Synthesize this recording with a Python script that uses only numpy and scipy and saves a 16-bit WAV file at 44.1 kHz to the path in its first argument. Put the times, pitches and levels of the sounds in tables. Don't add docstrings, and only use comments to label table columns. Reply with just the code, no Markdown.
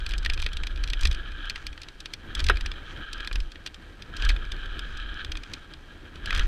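import sys
import numpy as np
from scipy import signal
from scipy.fft import rfft, irfft, next_fast_len
from scipy.io import wavfile
from scipy.ndimage import uniform_filter1d, map_coordinates

SR = 44100
rng = np.random.default_rng(int(sys.argv[2]) if len(sys.argv) > 2 else 0)


def log_audio(samples):
    frames = np.atleast_2d(samples).T
    limited = np.clip(frames, -1, 1)
    pcm = np.round(limited * 32767).astype(np.int16)
    wavfile.write(sys.argv[1], SR, pcm)


N = 285327


def amp(db):
    return 10 ** (np.asarray(db) / 20)


def unit_rms(x):
    return x / np.sqrt(np.mean(x ** 2) + 1e-20)


def power_sum(*gains):
    return np.sqrt(sum(gain ** 2 for gain in gains))


def curve(rows):
    return np.interp(np.arange(N) / SR, *np.transpose(rows))


def swell(centre_s, sigma_s):
    return np.exp(-.5 * ((np.arange(N) / SR - centre_s) / sigma_s) ** 2)


def wobble(knots_per_s):
    knots = rng.standard_normal(int(N * knots_per_s / SR) + 4)
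    return map_coordinates(knots, [np.arange(N) * knots_per_s / SR])


def peaks_db(hz, resonances):
    return sum(db * np.exp(-.5 * ((hz - centre) / width) ** 2) for centre, width, db in resonances)


def colour_db(hz, spectrum, resonances=()):
    knot_hz, db = np.transpose(spectrum)
    return np.interp(np.log(hz + 1), np.log(knot_hz), db) + peaks_db(hz, resonances)


def filtered(x, response):
    size = next_fast_len(N + SR // 2)
    return irfft(rfft(x, size) * response(np.fft.rfftfreq(size, 1 / SR)), size)[:N]


def minimum_phase(gain_db):
    cepstrum = irfft(np.log(amp(gain_db)))
    half = len(cepstrum) // 2
    cepstrum[1:half] *= 2
    cepstrum[half + 1:] = 0
    return np.exp(rfft(cepstrum))


def rush(spectrum, resonances=(), grain_db=0):
    drive = rng.standard_normal(N) * amp(grain_db * wobble(900))
    return unit_rms(filtered(drive, lambda hz: amp(colour_db(hz, spectrum, resonances))))


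def add_centred(track, centre_s, sound):
    at = round(centre_s * SR) + np.arange(len(sound)) - len(sound) // 2
    inside = (at >= 0) & (at < N)
    track[at[inside]] += sound[inside]


def impact(bounce_s, body_db, vary_db, scrape_db, scrape_t60_s, brush_db, brush_t60_s, rub_cutoff_hz):
    size, bounces = 4096, 4
    t, hz = (np.arange(size) - size // 2) / SR, np.fft.rfftfreq(size, 1 / SR)
    bounce_s = np.clip(bounce_s, .0005, .02)
    lead_db = brush_db + 60 * t / brush_t60_s
    tail_db = -60 * t / (scrape_t60_s + 2 * bounce_s)
    rubbing = amp(np.where(t < 0, lead_db, tail_db))
    friction = irfft(rfft(rng.standard_normal(size) * rubbing) / np.hypot(1, (hz / rub_cutoff_hz) ** 2))
    force = amp(scrape_db) * friction / np.linalg.norm(rubbing)
    force[size // 2] += 1
    lag = (np.arange(bounces) + rng.uniform(.2, 1, bounces)) / bounces
    rebounds = amp(-6 - .68 * lag + 2.3 * rng.standard_normal(bounces)) * rng.choice([-1, 1], bounces)
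    force[size // 2 + (lag * bounce_s * SR).astype(int)] += rebounds
    spot_db = vary_db * np.interp(hz, np.linspace(0, SR / 2, 48), rng.standard_normal(48))
    sound = irfft(rfft(force) * minimum_phase(body_db(hz) + spot_db))
    return sound / np.linalg.norm(sound) * np.sqrt(SR / 100)


# time_s, relative_db
AIR_LEVEL = [(0.0, -55), (0.49, -53.5), (0.7, -53.5), (1.17, -52.5), (1.67, -57), (1.98, -57.5),
             (2.34, -48.5), (2.52, -50), (3.77, -56.5), (3.96, -54), (4.18, -50.5), (4.81, -51.5),
             (5.1, -52.5), (5.93, -54), (6.47, -45)]
# freq_hz, gain_db
AIR_SPECTRUM = [(50, -18.5), (70, 11.5), (100, 2), (170, -3.5), (260, -3.5), (320, 0), (400, -8),
                (500, -9.5), (650, -15), (1000, -17.5), (2000, -11.5), (6000, -47)]


def wind():
    eddies_db = 2.4 * wobble(24)
    return amp(curve(AIR_LEVEL) + 4 + eddies_db) * rush(AIR_SPECTRUM)


# takeoff_s, touchdown_s, lip_rush_db, landing_rush_db, kick_shake_db, landing_shake_db
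JUMPS = [(1.58, 2.335, -43.5, -39.5, -38.5, -21.5), (3.28, 4.143, -43, -41, -22.5, -18.5),
         (5.227, 6.264, -39.5, -36, -31, -23)]
UNLOAD_S, BITE_S = .035, .035


def grounded():
    t = np.arange(N) / SR
    step = lambda u: .5 + .5 * np.tanh(u / 2)
    return 1 - sum(step((t - off_s) / UNLOAD_S) * step((down_s - t) / BITE_S)
                   for off_s, down_s, *_ in JUMPS)


# time_s, shake_db
TRAIL = [(0, -30), (.4, -25), (.55, -29), (.98, -26), (1.07, -18), (1.2, -34), (1.55, -37), (2.66, -28),
         (2.85, -45), (3.2, -37), (4.45, -32), (5.2, -36.5), (6.47, -25)]
FLIGHT_SHAKE_DB = -48


def shake():
    kicks = [amp(db) * swell(off_s + .11, sigma_s=.05) for off_s, *_, db, _ in JUMPS]
    landings = [amp(db) * swell(down_s + .145, sigma_s=.055) for _, down_s, *_, db in JUMPS]
    return power_sum(amp(FLIGHT_SHAKE_DB), grounded() * amp(curve(TRAIL)), *kicks, *landings)


# freq_hz, gain_db
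RUMBLE_SPECTRUM = [(10, -12.5), (20, -7.5), (32, 0.5), (41, -3), (50, -13.5), (68, -12), (82, -24),
                   (105, -35.5), (160, -35.5), (400, -104)]


def rumble():
    sway = rush(RUMBLE_SPECTRUM)
    local_rms = np.sqrt(uniform_filter1d(np.abs(signal.hilbert(sway)) ** 2 / 2, size=3000))
    return shake() * amp(.9 * wobble(18) - .07) * sway / local_rms


# start_s, peak_db, pitch_hz
THUMPS = [(1.046, -21, 69.3), (2.496, -21.5, 60.4), (3.359, -29.5, 61.6), (4.274, -22, 66),
          (6.357, -23.5, 68)]


def thumps(rise_s=.021):
    track = np.zeros(N)
    for start_s, peak_db, pitch_hz in THUMPS:
        t = np.maximum(np.arange(N) / SR - start_s, 0)
        envelope = t / rise_s * np.exp(1 - t / rise_s)
        track += amp(peak_db) * envelope * np.sin(2 * np.pi * pitch_hz * t)
    return track


# centre_s, level_db, sigma_s
LOOSE_PATCHES = [(.45, -62, 0.021), (1.021, -41, 0.011), (1.59, -49, 0.032), (2.41, -44.5, 0.02),
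                 (2.91, -47, 0.036), (4.22, -44, 0.041), (4.92, -50.5, 0.047), (5.5, -52.5, 0.075),
                 (6.29, -47, 0.02), (6.363, -36, 0.017), (6.44, -40, 0.013)]
# freq_hz, gain_db
CRUNCH_SPECTRUM = [(500, -22), (1300, 3.5), (2000, 3), (3700, -7), (6000, -11), (9000, -28), (15000, -44)]


def crunch(grains_per_s=1800):
    envelope = sum(amp(db) * swell(centre_s, sigma_s) for centre_s, db, sigma_s in LOOSE_PATCHES)
    grains = (rng.random(N) < grains_per_s / SR) * rng.choice([-1, 1], N)
    sizes = amp(4.1 * np.minimum(rng.exponential(size=N), 5))
    cracks = filtered(grains * sizes, lambda hz: minimum_phase(colour_db(hz, CRUNCH_SPECTRUM)))
    return envelope * unit_rms(cracks)


def tyre_load(roll_db=-46, spin_db=-3, shed_db=-11, shed_s=.42):
    t, contact = np.arange(N) / SR, grounded()
    gains = [amp(curve(AIR_LEVEL) + spin_db), contact * amp(roll_db)]
    for off_s, down_s, lip_db, landing_db, _, _ in JUMPS:
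        ramp = contact * swell(off_s - .115, sigma_s=.16)
        shed = amp(shed_db) * np.exp(np.minimum((t - off_s) / UNLOAD_S, (off_s - t) / shed_s))
        squash = swell(down_s + .084, sigma_s=.069)
        gains += [amp(lip_db) * power_sum(ramp, shed), amp(landing_db) * squash]
    return power_sum(*gains)


# freq_hz, gain_db
TYRE_SPECTRUM = [(250, -36), (700, -23.5), (1050, -25.5), (1270, -4), (1750, -9), (2080, -22), (2400, -11),
                 (2800, -19.5), (3200, -13.5), (3950, -14.5), (4350, -25.5), (6500, -40), (14000, -75)]
# centre_hz, width_hz, gain_db
HOUSING_PEAKS = [(1633, 77, 10), (3113, 187, 10)]
# freq_hz, gain_db
GRIT_SPECTRUM = [(1500, 6.5), (4000, 3.5), (5500, -2), (7000, -9), (8000, -9.5), (10000, -14.5),
                 (14500, -23), (15600, -42)]


def tyres(load_swing_db=2.7, skip_shake_db=-18.5, grit_db=-58.5, jolt_grit_db=-34.5):
    bumps, jolt = wobble(35), shake()
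    skip_db = 1.2 * np.minimum(jolt / amp(skip_shake_db), 1)
    flutter = amp(load_swing_db * bumps + skip_db * (bumps - 1))
    scrub = tyre_load() * flutter * rush(TYRE_SPECTRUM, HOUSING_PEAKS, grain_db=3.5)
    grit_gain = power_sum(amp(grit_db), amp(jolt_grit_db) * jolt) * amp(.5 * bumps)
    return scrub + grit_gain * rush(GRIT_SPECTRUM, grain_db=2.5)


# time_s, level_db
KNOCKS = [(2.4978, -17)]
# freq_hz, gain_db
KNOCK_SPECTRUM = [(120, -38), (380, -8.5), (800, -20.5), (1100, -17.5), (1500, -7), (2000, -10.5),
                  (2900, -17.5), (4000, -18.5), (4500, -42), (5100, -17), (6000, -37), (10000, -40.5),
                  (15000, -56)]
# pitch_hz, relative_db, t60_s
FORK_MODES = [(375, -11, 0.096), (514, -24, 0.047), (714, -23, 0.13), (1020, -33, .05), (1287, 4.5, 0.023),
              (1574, -0.5, 0.036), (1633, 3.5, 0.038), (2620, -4, 0.031), (2950, -10, 0.036),
              (5200, -12, 0.017)]


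def knocks(attack_s=.0017):
    track = np.zeros(N)
    t = np.maximum(np.arange(-SR // 5, SR // 5), 0) / SR
    for time_s, level_db in KNOCKS:
        crack = impact(.005, lambda hz: colour_db(hz, KNOCK_SPECTRUM), vary_db=.5, scrape_db=2.5,
                       scrape_t60_s=.059, brush_db=-32, brush_t60_s=.005, rub_cutoff_hz=3500)
        fork = sum(amp(db - 60 * t / t60_s) * np.sin(2 * np.pi * hz * t) for hz, db, t60_s in FORK_MODES)
        add_centred(track, time_s, amp(level_db) * crack)
        add_centred(track, time_s, amp(level_db + 3) * fork * (1 - np.exp(-t / attack_s)))
    return track


def chatter(max_per_s=13, full_shake_db=-28, level_db=-45.5, count=64):
    jitter = rng.uniform(0, 1, count)
    scatter_db, tilts = rng.standard_normal((count, 2)).T
    agitation = np.clip(grounded() * shake() / amp(full_shake_db), 1e-6, 1)
    onsets = np.searchsorted(np.cumsum(max_per_s * agitation) / SR, np.arange(count) + jitter)
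    return [(i / SR, level_db + db + 10 * np.log10(agitation[i]), 2.9 * tilt - 1.5)
            for i, db, tilt in zip(onsets, scatter_db, tilts) if i < N]


# time_s, relative_db, tilt_db_per_octave
CLACKS = [(0.064, -33.5, 0.5), (.092, -45, 10), (.1094, -39, 0), (.1185, -41.5, 1), (0.1366, -34.5, -3.5),
          (.181, -39.5, 11), (.249, -32.5, 0.5), (0.261, -26, -5), (0.2992, -28, -1.5), (0.3354, -36, 4.5),
          (0.343, -43, 7), (0.3762, -38, -5), (.4, -37.5, -0.5), (.42, -40, 11), (0.425, -34.5, -7.5),
          (0.4363, -44, 1), (.4637, -28, -2.5), (.532, -39, 6.5), (0.5698, -36, 1), (0.6353, -35, -2),
          (.67, -35, 1.5), (.76, -45.5, 0.5), (.838, -34, 1), (.876, -39.5, 2), (.9015, -35.5, 2),
          (0.934, -29.5, -2), (1.0106, -38.5, 11), (1.0332, -34, 4), (1.0537, -24, -1.5), (1.072, -33, 7),
          (1.113, -34.5, -0.5), (1.128, -41, 3.5), (1.147, -39.5, 1), (1.4981, -31, 5.5),
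          (1.5043, -35.5, -1.5), (1.5586, -34, -2), (1.6674, -34.5, 4), (1.7288, -46.5, -2),
          (1.7773, -43.5, -3.5), (1.8178, -43, 6), (1.8332, -44, 3), (1.886, -43, 0), (2.004, -42.5, 5),
          (2.058, -36, 1.5), (2.1367, -33, 4), (2.351, -31.5, 5.5), (2.394, -33.5, -1.5), (2.4027, -32, 2),
          (2.4422, -35, 8), (2.4662, -32.5, 3), (2.4866, -26, -3.5), (2.571, -35.5, -0.5),
          (2.6095, -37, 0.5), (2.661, -32.5, 0), (2.7163, -36, -2.5), (3.131, -37, 7), (3.2045, -39, -4),
          (3.248, -41.5, -2.5), (3.2743, -32.5, 0.5), (3.313, -36.5, -15), (3.329, -39.5, 4),
          (3.3568, -33.5, 0), (3.4032, -40.5, 2), (3.519, -46.5, 3), (3.5572, -44, -6.5), (3.663, -34, 2),
          (3.673, -39, 0.5), (3.7442, -44.5, 4), (4.0223, -42, 1.5), (4.1672, -40, 6.5),
          (4.2222, -32.5, -4), (4.2499, -34.5, 3.5), (4.2906, -29.5, 4.5), (4.2939, -27.5, -1.5),
          (4.3018, -29, -6.5), (4.3637, -37, -7.5), (4.519, -35, 2), (4.7927, -38.5, 1),
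          (4.973, -44.5, 4.5), (5.2474, -37, -1), (5.319, -34, 1.5), (5.354, -39, -8), (5.3713, -39, 2.5),
          (5.4348, -42.5, 0.5), (5.536, -34.5, 3.5), (5.737, -44, -1), (6.1573, -48, 0.5),
          (6.259, -36.5, 4), (6.3066, -27, -3), (6.328, -29.5, -8.5), (6.349, -33, 3.5), (6.362, -33, -4),
          (6.3763, -42.5, 16.5), (6.395, -28.5, -3.5)]
# freq_hz, gain_db
CLACK_SPECTRUM = [(150, -22), (380, -12), (750, -19), (1200, -10), (1750, -3), (3300, -0.5), (4400, -2),
                  (6100, -10.5), (7000, -21), (8500, -20.5), (11500, -31.5), (15000, -45)]
# centre_hz, width_hz, gain_db
FRAME_PEAKS = [(2074, 48, 6.1), (2442, 89, 6.6), (3392, 210, 4.54), (4980, 106, 2.7), (7700, 290, 5.4)]
# centre_hz, width_hz, gain_db
CHAINSTAY_PEAKS = [(1927, 140, 7), (2600, 110, 4), (1000, 270, -3)]
# freq_hz, gain_db
TICK_SPECTRUM = [(1500, -31), (4000, 9), (6000, 4.5), (7100, -7), (8000, -9), (11500, 0.5), (13000, -12),
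                 (14500, -14), (15600, -20)]


def rattle():
    track = np.zeros(N)
    for time_s, db, tilt in CLACKS + chatter():
        heavy = np.clip((db + 33.5) / 8, 0, 1)
        bounce_s = .0033 * amp(.4 * tilt)
        body_db = lambda hz: (colour_db(hz, CLACK_SPECTRUM, FRAME_PEAKS)
                              + heavy * peaks_db(hz, CHAINSTAY_PEAKS)
                              + tilt * np.log2(np.clip(hz, 1500, 7000) / 3000))
        clack = impact(bounce_s, body_db, vary_db=2, scrape_db=1,
                       scrape_t60_s=.032, brush_db=-5, brush_t60_s=.018, rub_cutoff_hz=5270)
        tick = impact(.001, lambda hz: colour_db(hz, TICK_SPECTRUM), vary_db=1.5, scrape_db=1,
                      scrape_t60_s=.004, brush_db=-10, brush_t60_s=.0045, rub_cutoff_hz=12000)
        add_centred(track, time_s + .0003, amp(db + 1.5) * clack)
        add_centred(track, time_s - .0004, amp(db - 21 + .9 * tilt) * tick)
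    return track


def scene():
    return (rumble() + wind() + tyres() + crunch() + thumps() + knocks() + rattle())[None]


# centre_hz, width_hz, gain_db
MIC_DIPS = [(2060, 78, -6.5), (3507, 25, -7), (4700, 93, -3), (5410, 160, -4)]
CEILING, BAND_LIMIT_HZ = .52, 15600


def record(dry):
    hollow = filtered(dry[0], lambda hz: minimum_phase(peaks_db(hz, MIC_DIPS)))
    saturated = hollow / (1 + np.abs(hollow / CEILING) ** 6) ** (1 / 6)
    return filtered(saturated, lambda hz: hz < BAND_LIMIT_HZ)[None]


dry = scene()
out = record(dry)
log_audio(out)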